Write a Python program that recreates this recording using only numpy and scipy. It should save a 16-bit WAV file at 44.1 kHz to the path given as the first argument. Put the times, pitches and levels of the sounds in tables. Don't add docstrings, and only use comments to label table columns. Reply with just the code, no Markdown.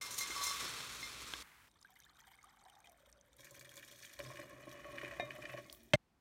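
import sys
import numpy as np
from scipy import signal
from scipy.fft import rfft, irfft, next_fast_len
from scipy.io import wavfile

SR = 44100
rng = np.random.default_rng(int(sys.argv[2]) if len(sys.argv) > 2 else 0)


def transcribe(signal):
    frames = np.atleast_2d(signal).T
    limited = np.clip(frames, -1, 1)
    pcm = np.round(limited * 32767).astype(np.int16)
    wavfile.write(sys.argv[1], SR, pcm)


def invert_db(x):
    u = np.asarray(x, float) / 20
    return 10 ** u


N = 273464
TIME = np.arange(N) / SR

CUTS = [
    .012,
    1.427,
    1.688,
    3.385,
    4.188,
    5.957,
]


def rms_one(x):
    return x / np.sqrt(np.mean(x ** 2) + 1e-20)


def in_time(*tables):
    s, *columns = np.transpose(np.concatenate(tables))
    s = s + 1e-7 * np.arange(len(s))
    return [np.interp(TIME, s, column) for column in columns]


def take(first_s, last_s):
    return np.clip(np.minimum(TIME - first_s, last_s - TIME) / 0.0018 + .5, 0, 1)


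def filtered(x, kind, hz, order=2):
    return signal.sosfilt(signal.butter(order, hz, kind, fs=SR, output="sos"), x)


def high_pass(x, hz):
    return rms_one(filtered(x, "high", hz))


def notch(x, hz, sharpness):
    return signal.lfilter(*signal.iirnotch(hz, sharpness, SR), x)


def microphone(x):
    return filtered(x, "high", 42, order=4)


def noise():
    return rng.standard_normal(N)


def coloured(x, spectrum):
    hz, level_db = np.transpose(spectrum)
    size = next_fast_len(N, True)
    grid = np.fft.rfftfreq(size, 1 / SR) + 1
    gain_db = np.interp(np.log(grid), np.log(hz), level_db, -90, -90)
    return rms_one(irfft(rfft(x, size) * invert_db(gain_db), size)[:N])


def lumps(rate, depth_db):
    r = np.exp(-32 * np.pi * rate / SR)
    slow = signal.lfilter([1], [1, -2 * r, r * r], rng.standard_normal(N // 16 + 502))[500:]
    gain = rms_one(invert_db(depth_db * rms_one(slow)))
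    return np.interp(np.arange(N) / 16, np.arange(len(slow)), gain)


def patchy(x, rate, depth_db):
    edges_hz, out = [900, 2700, 4200, 6300, 9500, 16500], 0
    for k, band in enumerate(zip(edges_hz, edges_hz[1:])):
        out = out + (-1) ** k * filtered(x, "band", band) * lumps(rate, depth_db)
    return rms_one(out)


def patter(per_s, spread_db):
    sizes = invert_db(spread_db * np.minimum(rng.exponential(1, N), 5)) * rng.choice([-1, 1], N)
    return rms_one(sizes * (rng.random(N) < per_s / SR))


def clicks_at(times, levels_db):
    out = np.zeros(N)
    out[np.round(np.asarray(times) * SR).astype(int)] = invert_db(np.asarray(levels_db))
    return out


def dying(clicks, seconds):
    return signal.lfilter([1], [1, -np.exp(-1 / (seconds * SR))], clicks + 1e-18)


def rounded(clicks, hz):
    return filtered(clicks + 1e-18, "low", hz)


def ring(clicks, hz, t60):
    r, w = invert_db(-60 / (t60 * SR)), 2 * np.pi * hz / SR
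    first, out = np.argmax(clicks != 0), np.zeros(N)
    out[first:] = signal.lfilter([0, np.sin(w)], [1, -2 * r * np.cos(w), r * r], clicks[first:] + 1e-18)
    return out


def cavity(x, modes):
    out, power = 0, 0
    for k, (hz, width_hz, level_db) in enumerate(modes):
        r = np.exp(-np.pi * width_hz / SR)
        top, bottom = [(1 - r * r) / 2, 0, (r * r - 1) / 2], [1, -2 * r * np.cos(2 * np.pi * hz / SR), r * r]
        out = out + (-1) ** k * invert_db(level_db) * signal.lfilter(top, bottom, x)
        power += invert_db(2 * level_db) * np.pi * width_hz / SR
    return out / np.sqrt(power)


def sliding(x, modes, ratio):
    steps, clock = np.arange(N), np.cumsum(ratio)
    stretched = np.interp(np.interp(steps, clock, steps), steps, x)
    return np.interp(clock, steps, cavity(stretched, modes))


def add_bubbles(out, times, gains, pitches, cycles, rise):
    for s, gain, hz, climb in zip(times, gains, pitches, rise + np.zeros(len(times))):
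        turns = np.arange(int(cycles / hz * SR)) / SR * hz
        at = int(s * SR)
        shape = np.exp(-5 * turns / cycles) * np.minimum(turns / 0.74, 1)
        out[at:at + len(turns)] += gain * shape * np.sin(2 * np.pi * turns * (1 + climb * turns / cycles))


def swarm(first, last, count, centre_hz, octaves, cycles, rise):
    draw, out = rng.random((count, 3)), np.zeros(N)
    times = first + (last - first) * draw[:, 0]
    pitches = centre_hz[(times * SR).astype(int)] * 2 ** (octaves * (draw[:, 1] - .5))
    add_bubbles(out, times, -np.log(draw[:, 2]), pitches, cycles, rise)
    return rms_one(out) * np.sqrt((last - first) * SR / N)


def droplets(table, hiss, pip_db, snap_db, snap_s):
    s, peak_db, hz = np.transpose(table)
    out = dying(clicks_at(s, peak_db + snap_db), snap_s) * hiss
    add_bubbles(out, s, invert_db(peak_db + pip_db), hz, cycles=34, rise=0.024)
    return out


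def room():
    # pitch_hz, level_db (per Hz)
    air_noise = [(25, -4.5), (84, -6), (285, -11), (439, -18), (545, -17), (641, -22), (695, -15.5),
                 (16000, -41)]
    # start_s, end_s, level_db
    drone_takes = [
        (0.001, 1.448, -65.5),
        (1.425, 3.392, -81),
        (3.39, 4.188, -82),
        (4.18, 5.975, -71),
    ]
    air = invert_db(-77) * coloured(noise(), air_noise) * take(CUTS[0], 9)
    level = sum(invert_db(level_db) * take(a, b) for a, b, level_db in drone_takes)
    return air + cavity(noise(), [(57.6, 6.1, 0)]) * level


def far_grain():
    # pitch_hz, level_db (per Hz)
    far_colour = [(59, -42), (100, -4), (202, -11), (524, -11.5), (634, -14), (891, -3.5), (2000, -1.5),
                  (4380, -14), (16000, -18)]
    fade_db = -69 + 16 * (1.8 - TIME)
    return invert_db(fade_db) * coloured(patter(9000, 2.3), far_colour) * take(CUTS[1], CUTS[2])


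def clink():
    # pitch_hz, level_db, t60_s
    clink_modes = [(706, 10.5, 0.043), (1780, -2, .15), (2100, -3.5, 0.17), (2401, -4.5, 0.27),
                   (3736, -4.5, 0.21), (6000, -27, 0.2)]
    touch = clicks_at([5.198, 5.198 + 0.029], [-40, -40 - 23])
    return sum(invert_db(level_db) * ring(touch, hz, t60) for hz, level_db, t60 in clink_modes)


def after_rings():
    # start_s, pitch_hz, level_db, t60_s
    tones = [(5.655, 2160, -64, .3), (5.80, 232, -65, 1.5), (4.845, 1112, -52, .3), (5.49, 1112, -55, .3),
             (5.575, 1112, -54, .12), (5.651, 200, -56, .04), (5.49, 2610, -54, .25), (5.42, 2400, -55, .3)]
    return sum(ring(clicks_at([s], [level_db]), hz, t60) for s, hz, level_db, t60 in tones)


def knock():
    # pitch_hz, level_db, t60_s
    knock_modes = [(128.5, 1, 0.082), (212, -5.5, 0.13), (606, 9.5, 0.057), (1140, -8, 0.04),
                   (312, -4, 0.046), (1722, -10, 0.055), (2100, -4.5, 0.17), (2616, -2.5, 0.024),
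                   (3176, -4, 0.026), (3900, -12.5, 0.03), (4950, -30, 0.0212), (6150, -16.5, 0.082),
                   (8080, -23, .08), (770, -6.5, 0.056)]
    # pitch_hz, width_hz, level_db
    fizz = [(7460, 300, 5.5), (8890, 300, -1), (11600, 900, 1), (14040, 399, -2.5), (15130, 400, -1.5)]
    knock_s, knock_db = 5.9345, -18.5
    blow = clicks_at([knock_s, knock_s + .0022], [knock_db - 1.5, knock_db - 10.5])
    since_s = np.maximum(TIME - knock_s, 0)
    late = 1 - np.exp(-(since_s / .004) ** 3)
    soft = 1 - np.exp(-(since_s / 0.0004) ** 2)
    out = np.zeros(N)
    for k, (hz, level_db, t60) in enumerate(knock_modes):
        out += (-1) ** (k + 1) * invert_db(level_db) * (late if hz < 900 else soft) * ring(blow, hz, t60)
    dull = rms_one(filtered(noise(), "band", [700, 4200], order=3))
    out += soft * (invert_db(-8.0) * dying(blow, .005) + invert_db(-25.0) * dying(blow, 0.027)) * dull
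    return out + invert_db(-28.5) * soft * dying(blow, .009) * cavity(noise(), fizz)


def cup_gurgle(gurgle_hz):
    loudest_s = 2.69
    level_db = -66 + np.minimum(35 * (TIME - loudest_s), 16 * (loudest_s - TIME))
    crowd = swarm(CUTS[2], CUTS[3], count=800, centre_hz=gurgle_hz, octaves=0.28, cycles=33, rise=0.043)
    hum = sliding(patter(1500, 3.0), [(770, 70, 0)], gurgle_hz / 780)
    return invert_db(level_db - 3.3) * crowd + invert_db(level_db - 10.0) * hum


def cup_bubbles(small_db):
    # start_s, peak_db, pitch_hz, climb (share of the pitch)
    single_bubbles = [(1.756, -61, 1060, 0.55), (1.757, -63, 1750, .03), (1.848, -42, 1525, 0.13),
                      (1.895, -56, 750, .013), (1.9, -60, 915, 0.41), (1.922, -57.5, 762, .013),
                      (1.961, -47, 1980, 0.13), (1.993, -56, 1630, .08), (2.018, -54, 2150, .05),
                      (2.064, -50, 1640, 0.23), (2.11, -68, 1510, .2), (2.205, -52, 1840, .08),
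                      (2.22, -58, 890, 0.091), (2.275, -52, 773, .013), (2.338, -49, 2130, .1),
                      (2.388, -46.5, 2080, .1), (2.44, -46, 1170, .15), (2.469, -53, 790, .013),
                      (2.655, -51, 956, 0.13), (2.661, -48, 767, 0.012), (2.764, -52, 784, 0.012),
                      (2.844, -45.5, 2380, 0.1), (2.87, -54, 1950, .08), (2.875, -53.5, 770, .013),
                      (3.181, -56, 557, .05)]
    out = invert_db(small_db) * swarm(CUTS[2], CUTS[3], count=1100, centre_hz=np.full(N, 1650.), octaves=1.33,
                                cycles=27, rise=0.048)
    s, peak_db, hz, climb = np.transpose(single_bubbles)
    big = hz < 850
    for group, trim_db, cycles in [(~big, -7.5, 61), (big, -8.5, 72)]:
        add_bubbles(out, s[group], invert_db(peak_db[group] + trim_db), hz[group], cycles, climb[group])
    return out


def cup_spray(spray_db, small_db):
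    # pitch_hz, level_db (per Hz)
    spray_colour = [(530, -86), (900, 9), (1340, -19), (1550, -3.5), (2190, -1.5), (2690, -12),
                    (3150, -0.5), (4010, -18), (5160, -19), (8980, -16), (10500, -33.5), (12600, -12),
                    (16000, -20)]
    fine = swarm(CUTS[2], CUTS[3], count=700, centre_hz=np.full(N, 6500.), octaves=2.15, cycles=39, rise=0.016)
    out = invert_db(spray_db - 8.5) * lumps(39, 4.2) * fine
    spray = patchy(coloured(patter(5000, 2.6), spray_colour), 38, 2.8)
    out += invert_db((spray_db + small_db) / 2 - 2.0) * spray * lumps(35.0, 7.0)
    spatter = patter(1500, 5.5) * lumps(39, 6)
    early_db = -4.6 * np.clip((2.1 - TIME) / .3, 0, 1)
    cup_modes = [(3350, 250, -24), (3700, 81, 7.0), (6050, 390, -4), (7400, 130, -20), (11400, 230, -9)]
    out += invert_db(spray_db - 9.5 + early_db) * cavity(spatter, cup_modes)
    fill_db = -4.1 * np.clip((2.3 - TIME) / 0.92, 0, 1)
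    return out + invert_db(spray_db - 15.0 + fill_db) * cavity(spatter, [(8700, 670, 0)])


def cup_pops():
    # start_s, peak_db, pitch_hz
    pops = [(1.714, -54, 7400), (1.814, -47, 7100), (1.8274, -41, 4960), (2.002, -43, 5900),
            (2.0356, -49, 3060), (2.1704, -49, 3740), (2.204, -44, 6070), (2.2376, -51, 3000),
            (2.272, -53, 3700), (2.4297, -46, 6600), (2.4437, -46, 9000), (2.6516, -50, 3840),
            (2.699, -44, 2980), (2.753, -49.5, 3600), (2.803, -52, 6150), (2.8432, -53, 3650),
            (2.872, -43, 3130), (2.8964, -49, 6050), (3.0994, -59, 8600), (3.1268, -46.5, 5800),
            (3.2113, -47, 6050), (3.331, -49.5, 3600), (3.368, -46, 8700), (3.3915, -46, 3900)]
    # pitch_hz, width_hz, level_db
    hiss_modes = [(5200, 1900, 1), (6600, 1400, 3), (9000, 830, -4), (12100, 2300, -16)]
    # start_s, peak_db, pitch_hz
    wall_drops = [(1.8136, -62, 7040), (1.9049, -55, 14600), (1.9398, -62, 11100), (1.956, -59, 12900),
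                  (1.9902, -55, 12200), (2.002, -53, 12300), (2.051, -56, 7040), (2.1109, -66, 11400),
                  (2.1688, -63, 7020), (2.2097, -58, 7040), (2.2576, -63, 13400), (2.2695, -58, 9370),
                  (2.3179, -59, 13400), (2.4297, -59, 8450), (2.4437, -55, 9200), (2.6982, -54, 8540),
                  (2.7894, -62, 15200), (2.8038, -58, 8500), (2.8482, -60, 8540), (2.8961, -56, 9250),
                  (2.9196, -54, 12100), (2.9754, -62, 8550), (3.0667, -63, 12000), (3.0995, -60, 8450),
                  (3.3301, -62, 8400), (3.366, -57, 10900), (3.3695, -59, 12700)]
    hiss = noise()
    out = droplets(wall_drops, high_pass(hiss[::-1], 7000), 0.92, -9.5, 0.0029)
    s, peak_db, hz = np.transpose(pops)
    add_bubbles(out, s, invert_db(peak_db - 8), hz, cycles=35, rise=.03)
    bursts = dying(clicks_at(s, peak_db - 16.5), 0.0022)
    return out + bursts * patchy(cavity(hiss, hiss_modes), 60, 3.5)


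def cup():
    # start_s, flow_db, gurgle_hz
    filling = [
        (1.688, -70.5, 740),
        (1.852, -67.5, 766),
        (2.0, -71.5, 756),
        (2.286, -69, 786),
        (2.78, -72, 797),
        (3.02, -72, 592),
        (3.385, -73, 530),
    ]
    spray_db, gurgle_hz = in_time(filling)
    pool_db = -20 * np.clip(1 - (TIME - CUTS[2]) / 0.27, 0, 1)
    small_db = spray_db - 3 + pool_db - 8.9 * np.maximum(TIME - 2.9, 0)
    out = cup_gurgle(gurgle_hz) + cup_bubbles(small_db) + cup_spray(spray_db, small_db) + cup_pops()
    return notch(out, 2720, 7.0) * take(CUTS[2], CUTS[3])


def grain_rumble():
    # pitch_hz, level_db (per Hz)
    rumble_colour = [(25, -53), (48, -17), (82, -33.5), (114, 6.5), (151, -1), (372, -0.5), (763, -7.5),
                     (1170, -16.5), (1980, -120)]
    # start_s, pitch_hz, level_db, t60_s
    thuds = [
        (.298, 344, -46, 0.059),
        (0.644, 310, -48, 0.023),
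    ]
    slump_s = .62
    level_db = -64 + 12 * (TIME > slump_s) * np.exp(-np.abs(TIME - slump_s) / 0.15)
    out = invert_db(level_db) * coloured(noise(), rumble_colour) * lumps(4.2, 0.75)
    return out + sum(ring(clicks_at([s], [peak_db]), hz, t60) for s, hz, peak_db, t60 in thuds)


def grain_rain(patter_db, top_db):
    # pitch_hz, level_db (per Hz)
    grain_colour = [(410, -7), (757, -17), (1110, 0.5), (1870, -5), (2100, -2.5), (2880, -2), (3410, -2),
                    (4920, -2), (5470, -4), (8760, -9), (14400, -17.5), (16000, -22)]
    # start_s, peak_db, very_top_db (share)
    surges = [(0.0209, -38, -28), (0.107, -32.5, -18.5), (0.1416, -35.5, -12), (0.184, -28.5, -7.5),
              (0.205, -32, -17.5), (0.2713, -33, -21), (0.3062, -37, -15.5), (0.3621, -49, -18),
              (0.4094, -41, -19.5), (0.4364, -27, -10), (0.466, -29.5, -16), (0.5094, -43.5, -19),
              (0.9368, -47, -15), (1.0071, -42, -17), (1.0394, -39, -24)]
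    # pitch_hz, width_hz, level_db
    neck_modes = [(5820, 79, 0), (6330, 63, -0.5), (6485, 70, -3), (7400, 70, 2.5), (8540, 45, -11),
                  (8900, 69, 3.5), (10900, 54.5, -24), (11700, 45, -15.5)]
    flutter = lumps(30, 0.8)
    rain = coloured(patter(9000, 2.3), grain_colour) * flutter
    top = filtered(rain, "high", 4000)
    out = invert_db(patter_db + 3.5) * rms_one(rain - top) + invert_db(top_db + 2.0) * rms_one(top * flutter)
    s, peak_db, share_db = np.transpose(surges)
    rattle = dying(clicks_at(s, peak_db - 16.0), 0.029) + invert_db(top_db - 18.0) * (TIME < .62)
    out += rattle * (rms_one(cavity(top, neck_modes)) + invert_db(-3.0) * rms_one(top))
    return out + dying(clicks_at(s, peak_db + share_db - 10.0), 0.013) * high_pass(top, 10500)


def glass_wall(top_db):
    # start_s, tick_db, ring_db, place (shoulder 0 to belly 1)
    kernels = [(0.014, -64, -36, 0.06), (0.183, -39, -44.5, 0.1), (0.2092, -25, -35.5, 0.025),
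               (0.3055, -32, -35, 0.077), (0.3631, -45, -35.5, 1), (0.414, -44, -36.5, .8),
               (0.4683, -43, -35, 0.79), (0.5092, -46, -37.5, 0.9), (0.604, -40, -45, 1),
               (0.8047, -17.5, -54, 0.24), (1.0289, -53, -36, 0.16), (1.3374, -10, -48.5, 0.15)]
    # pitch_hz, level_db, t60_s
    wall_modes = [
        [(993, -8.5, 0.52), (1133, 2, 0.3), (1165, -11, 0.102)],
        [(1940, -15.5, 0.15), (2112, 0.5, 0.19), (2109, -5, 0.13)],
        [(3490, -19.5, 0.16), (3565, -4.5, 0.47), (3880, -19, 0.15), (4108, 0, 0.2), (4430, -8.5, 0.1),
         (5330, -1.5, 0.26), (5270, -1, 0.34), (5300, -10.5, 0.1)],
    ]
    s, tick_db, ring_db, place = np.transpose(kernels)
    place = np.clip(place, .01, .99)
    belly_db, shoulder_db = ring_db + 20 * np.log10(place), ring_db + 20 * np.log10(1 - place)
    high_db = ring_db - 2.5 + 5 * np.log10(place)
    out = ring(clicks_at(s, tick_db - 28.5), 1630, 0.027) + ring(clicks_at(s, tick_db - 13.0), 3170, 0.0041)
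    drive_db = -54.5 + 1.28 * (top_db + 51)
    bare = np.clip((.85 - TIME) / 0.22, .05, 1)
    for modes, level_db in zip(wall_modes, [belly_db, shoulder_db, high_db]):
        small = bare * invert_db(drive_db - 31.5) * patter(800, 3.6)
        for hz, mode_db, t60 in modes:
            uneven_db = rng.normal(0, 2, len(s))
            out += invert_db(mode_db) * ring(clicks_at(s, level_db - 7.0 + uneven_db) + small, hz, t60)
    return out


def grain():
    # start_s, flow_db, hardness_db (of the landing)
    stream = [
        (.012, -53, -0.5),
        (.068, -51, -1),
        (.17, -53.5, -3),
        (.185, -50, 6),
        (.27, -48.5, -9),
        (.43, -46, -1.5),
        (.64, -46.5, -5),
        (1.02, -52.5, -4.5),
        (1.427, -52, -4.5),
    ]
    mouth_dips = [2874, 4860]
    patter_db, hard_db = in_time(stream)
    top_db = patter_db + hard_db
    out = grain_rain(patter_db, top_db) + grain_rumble() + glass_wall(top_db)
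    for hz in mouth_dips:
        out = .45 * out + .55 * notch(out, hz, 9.0)
    return out * take(CUTS[0], CUTS[1])


def jar_drips(sheet):
    # start_s, peak_db, pitch_hz, hiss_db
    drips = [(5.646, -54, 4550, -73), (5.6978, -40.5, 3230, -75), (5.6997, -43, 4600, -78),
             (5.7264, -41, 4700, -50.5), (5.728, -38, 9500, -77.5), (5.748, -51, 3300, -64),
             (5.8323, -52, 9760, -61.5)]
    s, peak_db, hz, hiss_db = np.transpose(drips)
    out = dying(clicks_at(s, peak_db - 33.0), 0.013) * sheet
    add_bubbles(out, s, invert_db(peak_db + 3.0), hz, cycles=14, rise=0.043)
    bursts = dying(clicks_at(s, hiss_db), 0.0027) + dying(clicks_at(s, hiss_db - 7.0), 0.031)
    return out + bursts * rms_one(np.diff(rng.standard_normal(N + 2), 2))


def jar_spray(spray_db, surge, churn, top_modes):
    # pitch_hz, level_db (per Hz)
    jar_colour = [(1650, -46), (2800, -18.5), (3080, -24.5), (3340, -0.5), (4000, -6), (4340, 0),
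                  (5020, -7.5), (6380, 1.5), (7170, -3.5), (10300, -7), (14600, -4), (16000, -14)]
    # start_s, peak_db, pitch_hz
    stream_drops = [(3.4456, -45.5, 7050), (3.4534, -53, 6910), (3.4705, -61, 3370), (3.509, -46, 7300),
                    (3.5524, -48.5, 11000), (3.5653, -53, 6050), (3.5946, -43, 6920), (3.6102, -46, 4700),
                    (3.6254, -56, 6940), (3.6471, -51, 3450), (3.6924, -47, 3250), (3.7399, -51, 6670),
                    (3.7566, -46, 7230), (3.7686, -43.5, 7240), (3.776, -46, 3450), (3.7894, -49, 3400),
                    (3.8254, -52, 3230), (3.8482, -51, 11500), (3.8482, -48.5, 7200), (3.8774, -51, 3040),
                    (3.9136, -47.5, 3440), (3.9589, -52, 3350), (3.9777, -61, 4430), (4.0385, -58, 6770),
                    (4.0538, -45, 6930), (4.0841, -69, 3670), (4.152, -55, 3210), (4.1914, -41.5, 4300),
                    (4.3594, -58, 3500), (4.6927, -50, 5640), (4.7147, -48.5, 3220), (4.727, -47.5, 5700),
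                    (5.4271, -60, 3140), (5.5244, -52, 2980)]
    spray = invert_db(spray_db - 1.5) * surge + churn
    out = invert_db(-5.5) * spray * patchy(coloured(patter(5500, 3.6), jar_colour), 55, 4.1)
    sheet = coloured(noise(), jar_colour)
    out += droplets(stream_drops, sheet, -1.1, -12.0, 0.0064)
    out += invert_db(spray_db - 12.0) * sheet
    out += invert_db(-7) * cavity(spray * patter(1500, 5.0), top_modes)
    tiny = swarm(CUTS[3], 5.6, count=500, centre_hz=np.full(N, 5500.), octaves=1.69, cycles=110, rise=0.022)
    return out + invert_db(-8.5) * spray * tiny + jar_drips(sheet)


def jar_boom(boom_db, low_db, churn, fuller, boom_modes):
    # pitch_hz, width_hz, level_db
    slosh = [(200, 140, -11.5), (282, 31.4, -1), (338.5, 40, 0.5), (390.4, 85, -6)]
    dribble = TIME >= 5.56
    deep_db = np.where(dribble, -9.5, 6 * fuller)
    out = cavity((invert_db(boom_db + deep_db) + invert_db(-7.0) * churn) * noise(), boom_modes)
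    stir = invert_db((boom_db + low_db) / 2 + 0.5) * lumps(11.0, 2.6) * invert_db(5.4 * dribble)
    return out + cavity((stir + invert_db(-4.0) * churn) * noise(), slosh)


def jar():
    # start_s, flow_db, breakup_db (of the stream)
    pour = [
        [(3.385, -72, 8), (3.591, -64, -2.5), (4.013, -70.5, 10.5), (4.188, -70, 5)],
        [(4.188, -54, -12), (4.3, -54, -1), (4.588, -60, -0.5), (5.01, -54, 0.5), (5.194, -53, -1.5),
         (5.446, -58, 2), (5.59, -61, 5.5), (5.65, -67.5, 6), (5.88, -73.5, 4)],
    ]
    # pitch_hz, width_hz, level_db
    air_modes = [
        [(126.9, 8.5, -7)],
        [(576.5, 26.3, 6), (631, 30, -4), (678, 14, -5.5), (1089, 45, 0), (1310, 210, -17)],
        [(1776, 258, 4.5), (1988, 220, 2.5), (2380, 160, 4), (2948, 120, 0.5), (3350, 290, -13)],
        [(3300, 60, 1.5), (3740, 100, -1.5), (4300, 69, -7), (5220, 90, -2), (5740, 200, -3),
         (7020, 170, -14.5), (8860, 340, -10)],
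    ]
    # start_s, peak_db
    glugs = [(3.394, -57), (3.448, -60), (3.511, -58), (3.551, -65), (3.612, -57), (3.676, -61),
             (3.723, -63), (3.772, -54.5), (3.917, -58), (4.01, -58.5), (4.104, -75), (4.175, -64),
             (4.193, -43.5), (4.267, -64), (4.3, -46.5), (4.343, -52.5), (4.389, -47), (4.429, -47),
             (4.527, -48), (4.583, -52.5), (4.62, -57), (4.638, -54), (4.67, -43), (4.723, -52),
             (4.745, -48.5), (4.791, -61), (4.847, -44), (4.883, -47), (4.926, -54), (4.964, -45.5),
             (5.031, -41), (5.076, -54), (5.119, -51), (5.198, -41.5), (5.222, -42), (5.386, -43.5),
             (5.436, -45.5), (5.493, -48.5), (5.539, -40.5), (5.579, -43), (5.656, -61), (5.68, -63.5),
             (5.699, -63), (5.729, -55.5)]
    # start_s, peak_db
    slaps = [(3.393, -68), (3.4313, -53), (3.4688, -45.5), (3.4974, -63), (3.5506, -58), (3.5835, -55),
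             (3.6112, -46), (3.6496, -45), (3.717, -51), (3.741, -60), (3.767, -52), (3.7796, -49),
             (3.8074, -60), (3.8285, -44.5), (3.877, -60), (3.9144, -62), (4.0433, -47), (4.101, -51),
             (4.167, -53), (4.19, -44.5), (4.2015, -36.5), (4.2485, -45), (4.2986, -54), (4.3562, -48),
             (4.3709, -39), (4.3955, -40), (4.4155, -49), (4.5093, -50), (4.62, -45), (4.6774, -52),
             (4.74, -55), (4.76, -49), (4.789, -62), (4.8445, -48), (4.9453, -63), (4.9826, -31.5),
             (5.0137, -38), (5.0346, -39), (5.0474, -33), (5.079, -38), (5.1108, -37), (5.1358, -41),
             (5.164, -55), (5.1968, -38), (5.306, -36), (5.3523, -47), (5.423, -40), (5.4533, -36.5),
             (5.481, -55), (5.495, -39), (5.532, -40.5), (5.5751, -38)]
    boom_modes, low_modes, high_modes, top_modes = air_modes
    low_db, breakup_db = in_time(*pour)
    thin = TIME < CUTS[4]
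    plunge_db = 15 * (TIME > CUTS[4]) * np.exp(-((TIME - CUTS[4]) / 0.16) ** 2)
    boom_db = -67.5 + 0.54 * (low_db + 55.5) + 0.48 * plunge_db
    high_db = low_db + breakup_db
    spray_db = -67 + 0.54 * (low_db + 58.0) + breakup_db + plunge_db + 4.5 * thin
    glug, slap = clicks_at(*np.transpose(glugs)), clicks_at(*np.transpose(slaps))
    low_churn = invert_db(-6.5) * dying(glug, 0.0046)
    high_churn, top_churn = invert_db(-9.5) * dying(slap, 0.0092), invert_db(-27.5) * dying(slap, 0.0046)
    surge = lumps(45, 1.9) ** np.where(thin, 1.6, 1)
    fuller = np.clip((TIME - 4.9) / 0.34, 0, 1)

    climb = 0.025 * np.clip(TIME - 4.5, -1, 1) * (TIME > CUTS[3])
    ratio = 1 + climb + 0.024 * (lumps(13, 4.5) - 1)
    low_flow = invert_db(low_db - 1.0 - 8.0 * (TIME > 5.76)) * surge ** 0.28 + low_churn
    column = sliding(low_flow * patter(1500, 4.1) + invert_db(22.5) * rounded(glug, 970), low_modes, ratio)
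    out = 0.44 * column + 0.52 * notch(column, 860, 3.0)
    high_flow = invert_db(high_db - 2.0 - 3.8 * (TIME > 5.66)) * surge + high_churn
    slapped = sliding(high_flow * patter(2000, 3.1) + invert_db(15.5) * rounded(slap, 3600), high_modes, ratio)
    out += notch(slapped, 2720, 8.0)
    full_flow = (invert_db(low_db) * surge + low_churn) * patter(1100, 2.4)
    out += fuller * invert_db(-8.0) * cavity(full_flow, [(657, 21, 0)])
    out += jar_boom(boom_db, low_db, low_churn, fuller, boom_modes)
    out += jar_spray(spray_db, surge, top_churn, top_modes)
    return out * take(CUTS[3], CUTS[5])


def scene():
    touches = (clink() + after_rings() + knock()) * take(0, CUTS[5])
    return microphone(room() + far_grain() + touches + cup() + grain() + jar())[None]


def top_cut(x):
    return signal.sosfilt(signal.butter(12, 16500, fs=SR, output="sos"), x)


def record(dry):
    rounded_peaks = .26 * np.tanh(dry / .26)
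    mix = signal.sosfilt(signal.cheby2(12, 60, 16900, fs=SR, output="sos"), rounded_peaks)
    return top_cut(mix)


dry = scene()
out = record(dry)
transcribe(out)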